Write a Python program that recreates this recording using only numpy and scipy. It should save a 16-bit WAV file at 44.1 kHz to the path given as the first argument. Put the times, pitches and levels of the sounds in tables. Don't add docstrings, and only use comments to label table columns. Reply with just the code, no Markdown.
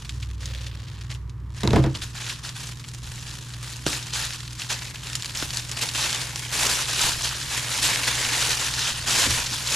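import sys
import numpy as np
from scipy import signal
from scipy.fft import rfft, irfft
from scipy.io import wavfile
from scipy.ndimage import uniform_filter1d

SR = 44100
rng = np.random.default_rng(int(sys.argv[2]) if len(sys.argv) > 2 else 0)


def store_wav(level_fs):
    pcm = np.round(np.clip(np.atleast_2d(level_fs), -1, 1) * 32767)
    wavfile.write(sys.argv[1], SR, pcm.T.astype(np.int16))


N = 429975
TIME = np.arange(N) / SR

# [pitch_hz, level_db (rms)]
HUM_TONES = [(58, -48.5), (61.3, -52), (80, -51), (116, -82), (120, -40.5), (143, -54.5), (160, -54),
             (222, -64)]
# [pitch_hz, level_db]
DRONE_TONES = [(99.3, -3), (124.3, -8.5)]
# [start_s, length_s, level_db (rms), swell_db (start to end)]
BOOMS = [(.04, 0.67, -33.5, -6), (0.92, 0.7, -38, 3)]
# [frequency_hz, relative_level_db]
AIR_SPECTRUM = [(22, -16), (45, -12.5), (62, 4), (85, -21.5), (105, 1.5), (135, 4), (190, -12.5),
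                (310, -11.5), (430, -20.5), (720, -33), (970, -20), (1150, -20), (1550, -29.5), (1730, -26),
                (2200, -33.5), (14000, -51)]
# [start_s, length_s, rumble_db]
SHOVES = [(1.98, 0.099, -45), (3.02, .14, -45), (5.422, 0.08, -41), (6.57, 0.25, -56),
          (7.028, 0.069, -36.5), (7.798, 0.73, -51), (8.88, 0.2, -42.5), (9.217, 0.12, -36)]
# [frequency_hz, relative_level_db]
SHOVE_SPECTRUM = [(15, -18), (36, -9), (50, -45), (68, -12), (95, -15.5), (200, -27.5), (600, -69)]
# [time_s, level_db]
STIRRING = [(0, -46), (0.35, -57.5), (1.2, -72.5), (1.47, -70), (1.58, -49.5), (1.92, -50.5), (2.2, -44),
            (2.78, -51.5), (2.98, -51.5), (3.15, -46.5), (3.8, -44.5), (4.33, -36), (4.5, -46.5),
            (4.97, -45.5), (5.2, -43), (5.65, -40.5), (6.15, -31.5), (6.33, -38.5), (7.2, -32), (7.45, -34),
            (8.4, -27.5), (9.02, -34), (9.75, -33.5)]
# [start_s, length_s, crackle_db, swell_db (start to end),
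# treble_db (shelf near 6 kHz), flex_db (whole sheet against crackle, before a shared lift)]
RUSTLES = [(0.39, 0.31, -46, -7.5, -6, -15), (0.721, 0.34, -54, 0, -13, -11.5),
           (1.089, 0.055, -41.5, -10, -14, -11), (1.543, 0.25, -42.5, 6, -7, -9.5),
           (1.941, 0.027, -30.5, -11.5, -18, -16.0), (2.008, 0.018, -32, -1, -1, -16),
           (2.13, 0.198, -37, 7, -7, -11.5), (2.42, 0.063, -35.5, -1, -7, -25),
           (2.543, 0.18, -39.5, -9, -0.5, -12), (3.014, 0.21, -43.5, -2, -1, -12.5),
           (3.25, 0.099, -39.5, -8.5, -3, -18), (3.616, 0.13, -42, -5.5, -0.5, -12),
           (3.851, 0.12, -30.5, -3.5, 0.5, -12), (4.116, 0.14, -29.5, -1, -4, -15),
           (4.576, 0.11, -37.5, -10.5, -3, -30), (4.685, 0.044, -26.5, -2, -3, -13),
           (4.801, 0.054, -39, -7, 1.5, -6), (5.038, 0.28, -42, -6.5, -1.5, -12.5),
           (5.333, 0.11, -36, 5.5, 1, -10.5), (5.513, 0.087, -36, 0.5, 3, -11),
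           (5.75, 0.04, -34.5, 0, -2.5, -10.5), (5.801, 0.038, -28.5, -0.5, 3.5, -8),
           (5.93, 0.13, -28, 5.5, -2, -13.5), (6.066, 0.17, -37, -9.5, 0.5, -8.5),
           (6.503, 0.16, -28, 9, 3, -8.5), (6.673, 0.16, -27.5, -5, 2, -10),
           (6.865, 0.13, -28, 5, -3, -13.5), (6.992, 0.1, -24, -2, 1, -12),
           (7.226, 0.045, -28, -3, 0, -13.5), (7.482, 0.097, -32, 4.5, -0.5, -11),
           (7.694, 0.086, -31.5, -1, 2.0, -9.5), (7.809, 0.15, -25.5, -6.5, 1, -13.5),
           (7.832, 0.02, -22.5, -2, -2, -8.5), (8.052, 0.027, -29, 12, 2, -8.5),
           (8.122, 0.073, -30.5, 7, -2.5, -9), (8.302, 0.21, -29.5, 2.5, 1, -10),
           (8.577, 0.11, -30, -0.5, -0.5, -11.5), (8.754, 0.15, -27.5, 2, -5, -18.5),
           (8.94, 0.04, -36.5, 4, -5, -14.5), (9.059, 0.2, -23.5, 0.5, 0.5, -10.5),
           (9.281, 0.14, -27, -4, 1, -11), (9.495, 0.046, -35, 5, -0.5, -12.5),
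           (9.637, 0.13, -30.5, 14.5, 1.5, -10.5)]
# [frequency_hz, relative_level_db]
CRACKLE_SPECTRUM = [(300, -24), (700, -11), (1050, -4.5), (1750, -1.3), (2500, -1.8), (3600, 0),
                    (5500, -1.5), (7700, -2.5), (8200, -8), (9700, -5.5), (11000, -15), (12000, -15.5),
                    (13300, -25), (15300, -36)]
# [frequency_hz, relative_level_db]
FLEX_SPECTRUM = [(80, -18.5), (170, 0), (310, -1), (520, 0), (750, -0.5), (1000, 5.5), (1350, 0.5),
                 (2200, 11), (5000, -50)]
# [frequency_hz, relative_level_db]
ECHO_SPECTRUM = [(60, -12), (250, -10), (1000, -10), (3000, -6), (8000, -7.5), (10500, -3), (13000, 6)]
# [start_s, relative_strength_db, pitch_hz,
# run_db (smaller creases after the crack, against the crack)]
SNAPS = [(0.0476, -16.5, 2770, 1), (0.0936, -5.5, 3400, -5), (0.2275, -12, 2800, 0.5),
         (0.302, -22, 3280, -12), (0.457, -5.5, 5630, -7), (0.5488, -11, 2700, -9), (0.6649, -15, 3260, 5),
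         (0.6784, -23, 3800, -7), (0.883, -19.5, 3100, -4), (1.0115, -18, 2600, -3),
         (1.1026, -16.5, 3200, -4), (1.1164, -14, 3300, -3), (1.148, -17, 3000, -5),
         (1.296, -22.0, 3800, -5), (1.9503, -10.5, 2500, -2), (1.9581, -13, 3380, -5),
         (2.0187, -9, 3500, 3), (2.2037, -13, 3100, -6), (2.2652, -9, 3180, -1), (2.2949, -7.0, 3180, 5.5),
         (2.4918, -7.5, 3260, -12), (2.6704, -10.5, 5800, 0), (2.7127, -20, 4300, 0),
         (2.7966, -17.5, 3800, -1), (2.8413, -16.5, 2700, 2), (2.8868, -10.5, 5930, -4),
         (2.9373, -16, 6200, -1), (3.5378, -12.5, 4030, -4), (3.629, -9.5, 4700, -14),
         (3.7356, -13, 4300, -3), (3.9916, -12, 3380, -12), (4.0266, -10.0, 4300, 0),
         (4.1362, -4.5, 4000, -6), (4.154, -5.5, 3900, 0), (4.3257, -11.5, 3200, 0),
         (4.4052, -11, 4500, -12), (4.4783, -12, 3300, -11), (4.5074, -14.5, 5500, -8),
         (4.5307, -10, 6300, -11), (4.619, -4, 2940, -12), (4.6462, -14, 3400, -6), (4.6997, -7, 3800, 0),
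         (4.7913, -10.0, 4400, -5), (4.821, -11.5, 2100, 0), (4.8647, -15, 4000, 3), (4.882, -13, 2900, -6),
         (4.958, -10, 2660, -2), (5.034, -14, 3200, -2), (5.0708, -7.5, 3100, -5),
         (5.0992, -11.5, 3500, -1), (5.1314, -5, 4800, -18), (5.1534, 3.5, 7200, -4),
         (5.2232, -3.5, 5200, -12), (5.2457, -5, 3400, -10), (5.2582, -5, 3900, -7), (5.296, -8, 4100, -16),
         (5.3495, -9.5, 3300, 4), (5.3731, -6, 5600, 1), (5.399, -5, 3800, -17), (5.4247, -4.5, 3400, -2),
         (5.5058, -6, 3400, -5), (5.543, -11, 4300, 2), (5.5718, 1.5, 6350, -5), (5.715, -2, 7100, -3),
         (5.889, -3.5, 3900, 0), (5.9633, -6, 4200, 0), (6.1039, -3.0, 4200, -11), (6.1284, 0.5, 4400, -7),
         (6.1475, -4, 4000, -7), (6.2511, -12, 4900, -11), (6.305, -19, 3100, -8), (6.359, -2, 5300, -7),
         (6.375, -14, 6100, -7), (6.394, -2.5, 8200, -10), (6.4249, -9, 2300, -3), (6.6684, 1.5, 5900, -12),
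         (7.1335, -7, 3600, 2), (7.2215, -2, 7000, -10), (7.959, 2, 2380, -15), (8.0332, -0.5, 2900, 0),
         (8.2506, -1, 2200, -8), (8.739, -3, 4300, -12), (8.818, -5, 4400, 1), (9.4606, -7, 4500, 6),
         (9.5317, -7, 4740, -2), (9.5463, -10, 3500, -13), (9.6723, 0, 4930, -2)]
# [frequency_hz, relative_level_db]
BOX_SPECTRUM = [(250, -10), (420, -5), (520, 10), (600, -2), (750, -10), (1500, -37)]
# [frequency_hz, relative_level_db]
RASP_SPECTRUM = [(800, -9), (1700, -1.5), (3300, 2.5), (4700, -1), (5400, -8), (9000, -27)]
# [start_s, strength_db, hardness_db, knife_clack_db, clack_pitch_hz]
KNOCKS = [(1.633, -15, 8, -11, 1500), (1.675, -9.5, -2.5, -11.5, 3800), (1.707, -13, -3, -18, 3600),
          (1.732, -8.5, 5.5, -17, 2480), (1.760, -8.5, 6, -11, 2000), (1.788, -0.5, -23, -40, 1500),
          (1.840, -14.5, 6.5, -19, 2200), (1.863, -10, -11, -27, 2000), (1.95, -31, 3.5, -43, 3000),
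          (3.867, -30, 13, -48, 3000), (9.264, -21, -1, -55, 3000), (9.509, -31, -5, -62.5, 3000)]
# [pitch_hz, level_db, t60_s]
KNIFE_MODES = [(942, -23, 0.029), (1300, -17, 0.0069), (2060, -11, 0.011), (2580, -7, 0.0095),
               (3400, -4, 0.0092), (3900, -4.5, 0.0078), (5300, -1, 0.0031), (7050, -9, 0.0057),
               (9000, -33, 0.0073)]
# [pitch_hz, level_db, t60_s]
TABLE_MODES = [(36.5, -26, 0.33), (69.3, -17, 0.35), (119, -3.5, 0.074), (131.7, -7, 0.25),
               (185, -17, 0.13), (235, -11.5, 0.16), (292, -19.5, 0.35), (328, -15.5, 0.25),
               (437, -22, 0.2), (543, -28, 0.27), (677, -27.5, 0.16), (767, -26, 0.1), (904, -30.5, 0.19),
               (970, -20, 0.051), (1210, -38, 0.26), (1477, -37, 0.19), (1700, -40, .2), (2186, -43, .2),
               (2745, -46, 0.12)]
# [frequency_hz, relative_level_db]
THUD_SPECTRUM = [(60, -14), (150, 0.5), (330, -4.5), (600, -13.5), (1100, -20.5), (2200, -28), (5000, -38),
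                 (12000, -61)]
# [start_s, strength_db]
POPS = [(3.865, -9), (5.4252, -18)]
# [pitch_hz, level_db, t60_s]
SHEET_MODES = [(284, 0, 0.024), (474, 8.5, 0.0047), (680, 5, 0.0057), (1430, -12, 0.024),
               (2920, -2, 0.0069), (3620, -5, 0.004), (5300, -2, .003), (7000, -2, 0.0024)]

DRONE_START_S, DRONE_LENGTH_S, DRONE_ATTACK_S, DRONE_T60_S = 0.042, 1.9, 0.12, 1.4
DRONE_DB, DRONE_SWELL_DB, BOOM_HZ = -37.5, -4, 62.5
SHOVE_ATTACK_S, SHOVE_T60_S, HANDS_RESTING_DB = 0.022, 0.55, -57
GRIP_S, SETTLE_T60_S = 0.022, 0.2
STRAY_SNAPS_PER_S, STRAY_SNAP_DB, STRAY_FOLLOWS = 26, -14.5, 0.82
CRACK_T60_S = 0.007
SLIT_START_S, SLIT_LENGTH_S, SLIT_ATTACK_S, SLIT_T60_S = 0.363, 0.67, 0.15, 0.25
SLIT_DB, SLIT_SWELL_DB = -58, -20
ROOM_T60_S, CUTOFF_HZ = 0.44, 15400


def from_db(db):
    return 10 ** (np.asarray(db) / 20)


def rms_one(x):
    return x / np.sqrt(np.mean(x ** 2) + 1e-20)


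def in_time(rows):
    s, *columns = np.transpose(rows)
    return [np.interp(TIME, s, column) for column in columns]


def gain_at(points, hz):
    f, level_db = np.transpose(points)
    return from_db(np.interp(np.log(hz + 1), np.log(f), level_db))


def colour(x, points, size=8192):
    cepstrum = irfft(np.log(gain_at(points, np.fft.rfftfreq(size, 1 / SR))))
    half = np.r_[0, np.ones(size // 2 - 1), np.zeros(size // 2)]
    response = irfft(np.exp(rfft(2 * cepstrum * half)))
    response = response / np.linalg.norm(response)
    return signal.oaconvolve(np.atleast_2d(x), response[None], axes=1)[:, :N]


def drift(rate):
    source = np.random.default_rng(rng.integers(2 ** 31))
    knots = source.standard_normal(int(N / SR * rate) + 2)
    return rms_one(np.interp(TIME * rate, np.arange(len(knots)), knots))


def ring(clicks, hz, t60):
    r, w = from_db(-60 / (t60 * SR)), 2 * np.pi * hz / SR
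    return signal.lfilter([0, np.sin(w)], [1, -2 * r * np.cos(w), r * r], clicks + 1e-18)


def clicks_at(times, gains):
    return np.bincount(np.clip(np.round(times * SR).astype(int), 0, N - 1), gains, N)


def fading(clicks, t60):
    return signal.lfilter([1], [1, -from_db(-60 / (t60 * SR))], clicks + 1e-18)


def brighten(x, treble_db, corner_hz=6000):
    high_pass = signal.butter(1, corner_hz, "high", fs=SR, output="sos")
    treble = signal.sosfilt(high_pass, x)
    return x + (from_db(treble_db) - 1) * treble


def stroke(start, length, level_db, swell_db, attack, t60):
    age = TIME - start
    hold_db = level_db + swell_db * (np.clip(age / length, 0, 1) - 0.5)
    release_db = -60 * np.clip((age - length) / t60, 0, 3)
    return np.clip(age / attack, 0, 1) * from_db(hold_db + release_db)


def scattered(x, points, diffuse_db=2.0, early_t60=0.03, late_share=0.26):
    power = np.mean(np.atleast_2d(x) ** 2, axis=0)

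    def echo_power(t60):
        return fading(power, t60 / 2) * (1 - from_db(-120 / (t60 * SR)))

    both = echo_power(early_t60) + late_share * echo_power(ROOM_T60_S)
    echoes = np.sqrt(both) * rng.standard_normal((2, N))
    return colour(x + from_db(diffuse_db) * colour(echoes, ECHO_SPECTRUM), points)


def tones(lines, waver):
    total = 0
    for hz, rms_db in lines:
        phase = 2 * np.pi * (hz * TIME + rng.random()) + waver * drift(2.1)
        total = total + np.sqrt(2) * from_db(rms_db) * np.sin(phase)
    return total


def background(air_db=-44.0, air_side_db=-14):
    shove = from_db(HANDS_RESTING_DB)
    for row in SHOVES:
        shove = shove + stroke(*row, 0, SHOVE_ATTACK_S, SHOVE_T60_S)
    middle, side = rng.standard_normal((2, N))
    air = middle + from_db(air_side_db) * side * np.array([[1], [-1]])
    rumble = shove * colour(rng.standard_normal(N), SHOVE_SPECTRUM)
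    return tones(HUM_TONES, waver=0.13) + drone() + from_db(air_db) * colour(air, AIR_SPECTRUM) + rumble


def drone():
    steady = stroke(DRONE_START_S, DRONE_LENGTH_S, DRONE_DB, DRONE_SWELL_DB, DRONE_ATTACK_S, DRONE_T60_S)
    boom = sum(stroke(*row, DRONE_ATTACK_S, DRONE_T60_S) for row in BOOMS)
    return steady * tones(DRONE_TONES, waver=0.57) + boom * tones([(BOOM_HZ, 0)], waver=0.28)


def handling():
    start, length, level_db, swell_db, treble_db, flex_db = np.transpose(RUSTLES)
    power = from_db(in_time(STIRRING)[0]) ** 2
    for row in zip(start, length, level_db, swell_db):
        power = power + stroke(*row, GRIP_S, SETTLE_T60_S) ** 2
    middle = start + length / 2
    return 10 * np.log10(power), np.interp(TIME, middle, treble_db), np.interp(TIME, middle, flex_db)


def creases(per_s, size_db, largest):
    sizes = from_db(size_db * np.minimum(rng.exponential(1, N), largest)) * rng.choice([-1, 1], N)
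    clicks = sizes * (rng.random(N) < per_s / SR)
    nearby_power = np.abs(uniform_filter1d(clicks ** 2, size=1800))
    return clicks / np.sqrt(nearby_power + 1e-3)


def facets(clicks, width_hz, spread_db, shift_db, turn_rate=30, count=40):
    at = np.flatnonzero(np.abs(clicks) > 1e-5)
    dealt = rng.integers(0, count, N)[at]
    halves = np.zeros((2, N))
    facing = rng.standard_normal((count, 1000))
    pitches_hz = np.linspace(np.sqrt(250), np.sqrt(14500), count) ** 2
    for k, hz in enumerate(pitches_hz):
        mine = at[dealt == k]
        turn = (TIME[mine] * turn_rate).astype(int) % facing.shape[1]
        hits = clicks_at(TIME[mine], clicks[mine] * from_db(shift_db * facing[k, turn]))
        damping = np.sqrt(hz / 6000)
        r = np.exp(-np.pi * width_hz * damping / SR)
        gain = np.sqrt(damping * (1 - r * r) / 2)
        feedback = [1, -2 * r * np.cos(2 * np.pi * hz / SR), r * r]
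        halves[k % 2] += signal.lfilter([gain, 0, -gain], feedback, hits + 1e-18)
    return from_db(spread_db) * halves + from_db(-spread_db) * halves[::-1]


def paper(level_db, crisp_db, body_db, rate=2600, rate_growth=0.9, clump_db=3.5,
          ring_db=-3, tick_db=-5, slide_db=-17, flex_db=5.0):
    swing_db = level_db - np.mean(level_db)
    per_s = rate * from_db(rate_growth * swing_db)
    fitful = np.clip(0.5 - swing_db / 30, 0.3, 1.2)
    effort = from_db(level_db + clump_db * fitful * (drift(150) + 0.23 * drift(55)))
    buckling = creases(per_s, size_db=0.0, largest=4.8)
    loose_db = np.clip(0.35 * (level_db + 32.5), -8, 0)
    ticks = from_db(tick_db - 1.03 * loose_db) * buckling
    ringing = from_db(ring_db + loose_db) * facets(buckling, width_hz=400, spread_db=1.22, shift_db=2.5)
    hiss = from_db(slide_db) * rng.standard_normal(N)
    source = effort * (ticks + ringing + hiss)
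    crackle = brighten(scattered(source, CRACKLE_SPECTRUM), crisp_db)
    return crackle + scattered(source * from_db(body_db + flex_db), FLEX_SPECTRUM)


def crease(strength_db, hz, run_db, q, broad_db, run_t60):
    age = TIME[:3000]
    crack, run = rng.standard_normal((2, len(age)))
    crack = np.sign(crack) * from_db(-60 * age / CRACK_T60_S)
    run = run * np.abs(run) * from_db(-60 * age / run_t60) * np.clip(age / 0.004, 0, 1)
    clicks = crack / np.linalg.norm(crack) + from_db(run_db) * run / np.linalg.norm(run)
    b, a = signal.iirpeak(np.clip(hz, 800, 11000), q, fs=SR)
    sound = signal.lfilter(b, a, clicks) + from_db(broad_db) * clicks
    return from_db(strength_db) * sound * np.linalg.norm(clicks) / np.linalg.norm(sound)


def snaps(rustle_db, crack_db=-5.0, q=1.4, broad_db=-15, run_t60=0.049, stray_spread_db=4,
          stray_hz=3400, stray_octaves=0.83, stray_run_db=-7):
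    swing_db = rustle_db - np.mean(rustle_db)
    s, chance, size, pitch = rng.random((1000, 4)).T
    at = (s * N).astype(int)
    per_s = STRAY_SNAPS_PER_S * np.minimum(from_db(swing_db[at]), 1)
    kept = chance < per_s * N / SR / len(s)
    stray_db = STRAY_SNAP_DB + STRAY_FOLLOWS * swing_db[at] + stray_spread_db * (2 * size - 1)
    pitch_hz = stray_hz * 2 ** (2 * stray_octaves * (2 * pitch - 1))
    strays = np.c_[TIME[at], stray_db, pitch_hz, np.full(len(s), stray_run_db)]
    rows = np.r_[SNAPS, strays]
    heard = np.r_[np.ones(len(SNAPS)), kept]
    source = np.zeros(N + SR)
    for (start, *row), on in zip(rows, heard):
        sound, i = crease(*row, q, broad_db, run_t60), int(start * SR)
        source[i:i + len(sound)] += on * sound
    return from_db(crack_db) * scattered(source[:N], CRACKLE_SPECTRUM)


def slit(box_db=-1, rasp_db=5, edge_swell_db=8, catches_per_s=330):
    drag = stroke(SLIT_START_S, SLIT_LENGTH_S, SLIT_DB, SLIT_SWELL_DB, SLIT_ATTACK_S, SLIT_T60_S)
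    slips = drag * creases(1500, size_db=3, largest=3)
    catches = drag * creases(catches_per_s, size_db=5.0, largest=2.7)
    progress = np.clip((TIME - SLIT_START_S) / SLIT_LENGTH_S, 0, 1)
    edge = from_db(rasp_db + edge_swell_db * progress) * catches
    return from_db(box_db) * colour(slips, BOX_SPECTRUM) + scattered(edge, RASP_SPECTRUM)


def knife(scatter_db=5.0, off_pitch_db=6, rattle_db=-16, rattle_t60=0.021):
    s, _, _, hit_db, hit_hz = np.transpose(KNOCKS)
    body = np.zeros(N)
    for k, (hz, mode_db, t60) in enumerate(KNIFE_MODES):
        octaves_off = np.abs(np.log2(hz / hit_hz))
        chance_db = scatter_db * rng.standard_normal(len(s))
        strength_db = hit_db + mode_db - off_pitch_db * octaves_off + chance_db
        body += (-1) ** k * ring(clicks_at(s, from_db(strength_db)), hz, t60)
    rattle = fading(clicks_at(s, from_db(hit_db + rattle_db)), rattle_t60) * rng.standard_normal(N)
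    return body + scattered(rattle, CRACKLE_SPECTRUM)


def table(thud_db=-11, thud_t60=0.16, scatter_db=4.0):
    s, blow_db, hard_db, _, _ = np.transpose(KNOCKS)
    out = np.zeros(N)
    for k, (hz, mode_db, t60) in enumerate(TABLE_MODES):
        chance_db = scatter_db * rng.standard_normal(len(s))
        strength_db = blow_db + mode_db + hard_db * hz / (hz + 600) + chance_db
        out += (-1) ** k * ring(clicks_at(s, from_db(strength_db)), hz, t60)
    rattle = fading(clicks_at(s, from_db(blow_db + hard_db + thud_db)), thud_t60) * rng.standard_normal(N)
    return out + scattered(rattle, THUD_SPECTRUM)


def pops():
    s, pop_db = np.transpose(POPS)
    out = np.zeros(N)
    for k, (hz, mode_db, t60) in enumerate(SHEET_MODES):
        out += (-1) ** k * ring(clicks_at(s, from_db(pop_db + mode_db)), hz, t60)
    return out


def scene(left_db=-0.5, left_treble_db=1.6):
    sides = np.array([[1], [-1]])
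    rustle_db, crisp_db, body_db = handling()
    sound = background() + paper(rustle_db, crisp_db, body_db) + snaps(rustle_db)
    sound = sound + slit() + knife() + table() + pops()
    return brighten(sound, left_treble_db * sides) * from_db(left_db * sides)


def record(dry):
    rounded = dry / (1 + (dry / 0.62) ** 4) ** 0.25
    low_pass = signal.ellip(10, 0.2, 90, CUTOFF_HZ, fs=SR, output="sos")
    return signal.sosfilt(low_pass, rounded)


dry = scene()
out = record(dry)
store_wav(out)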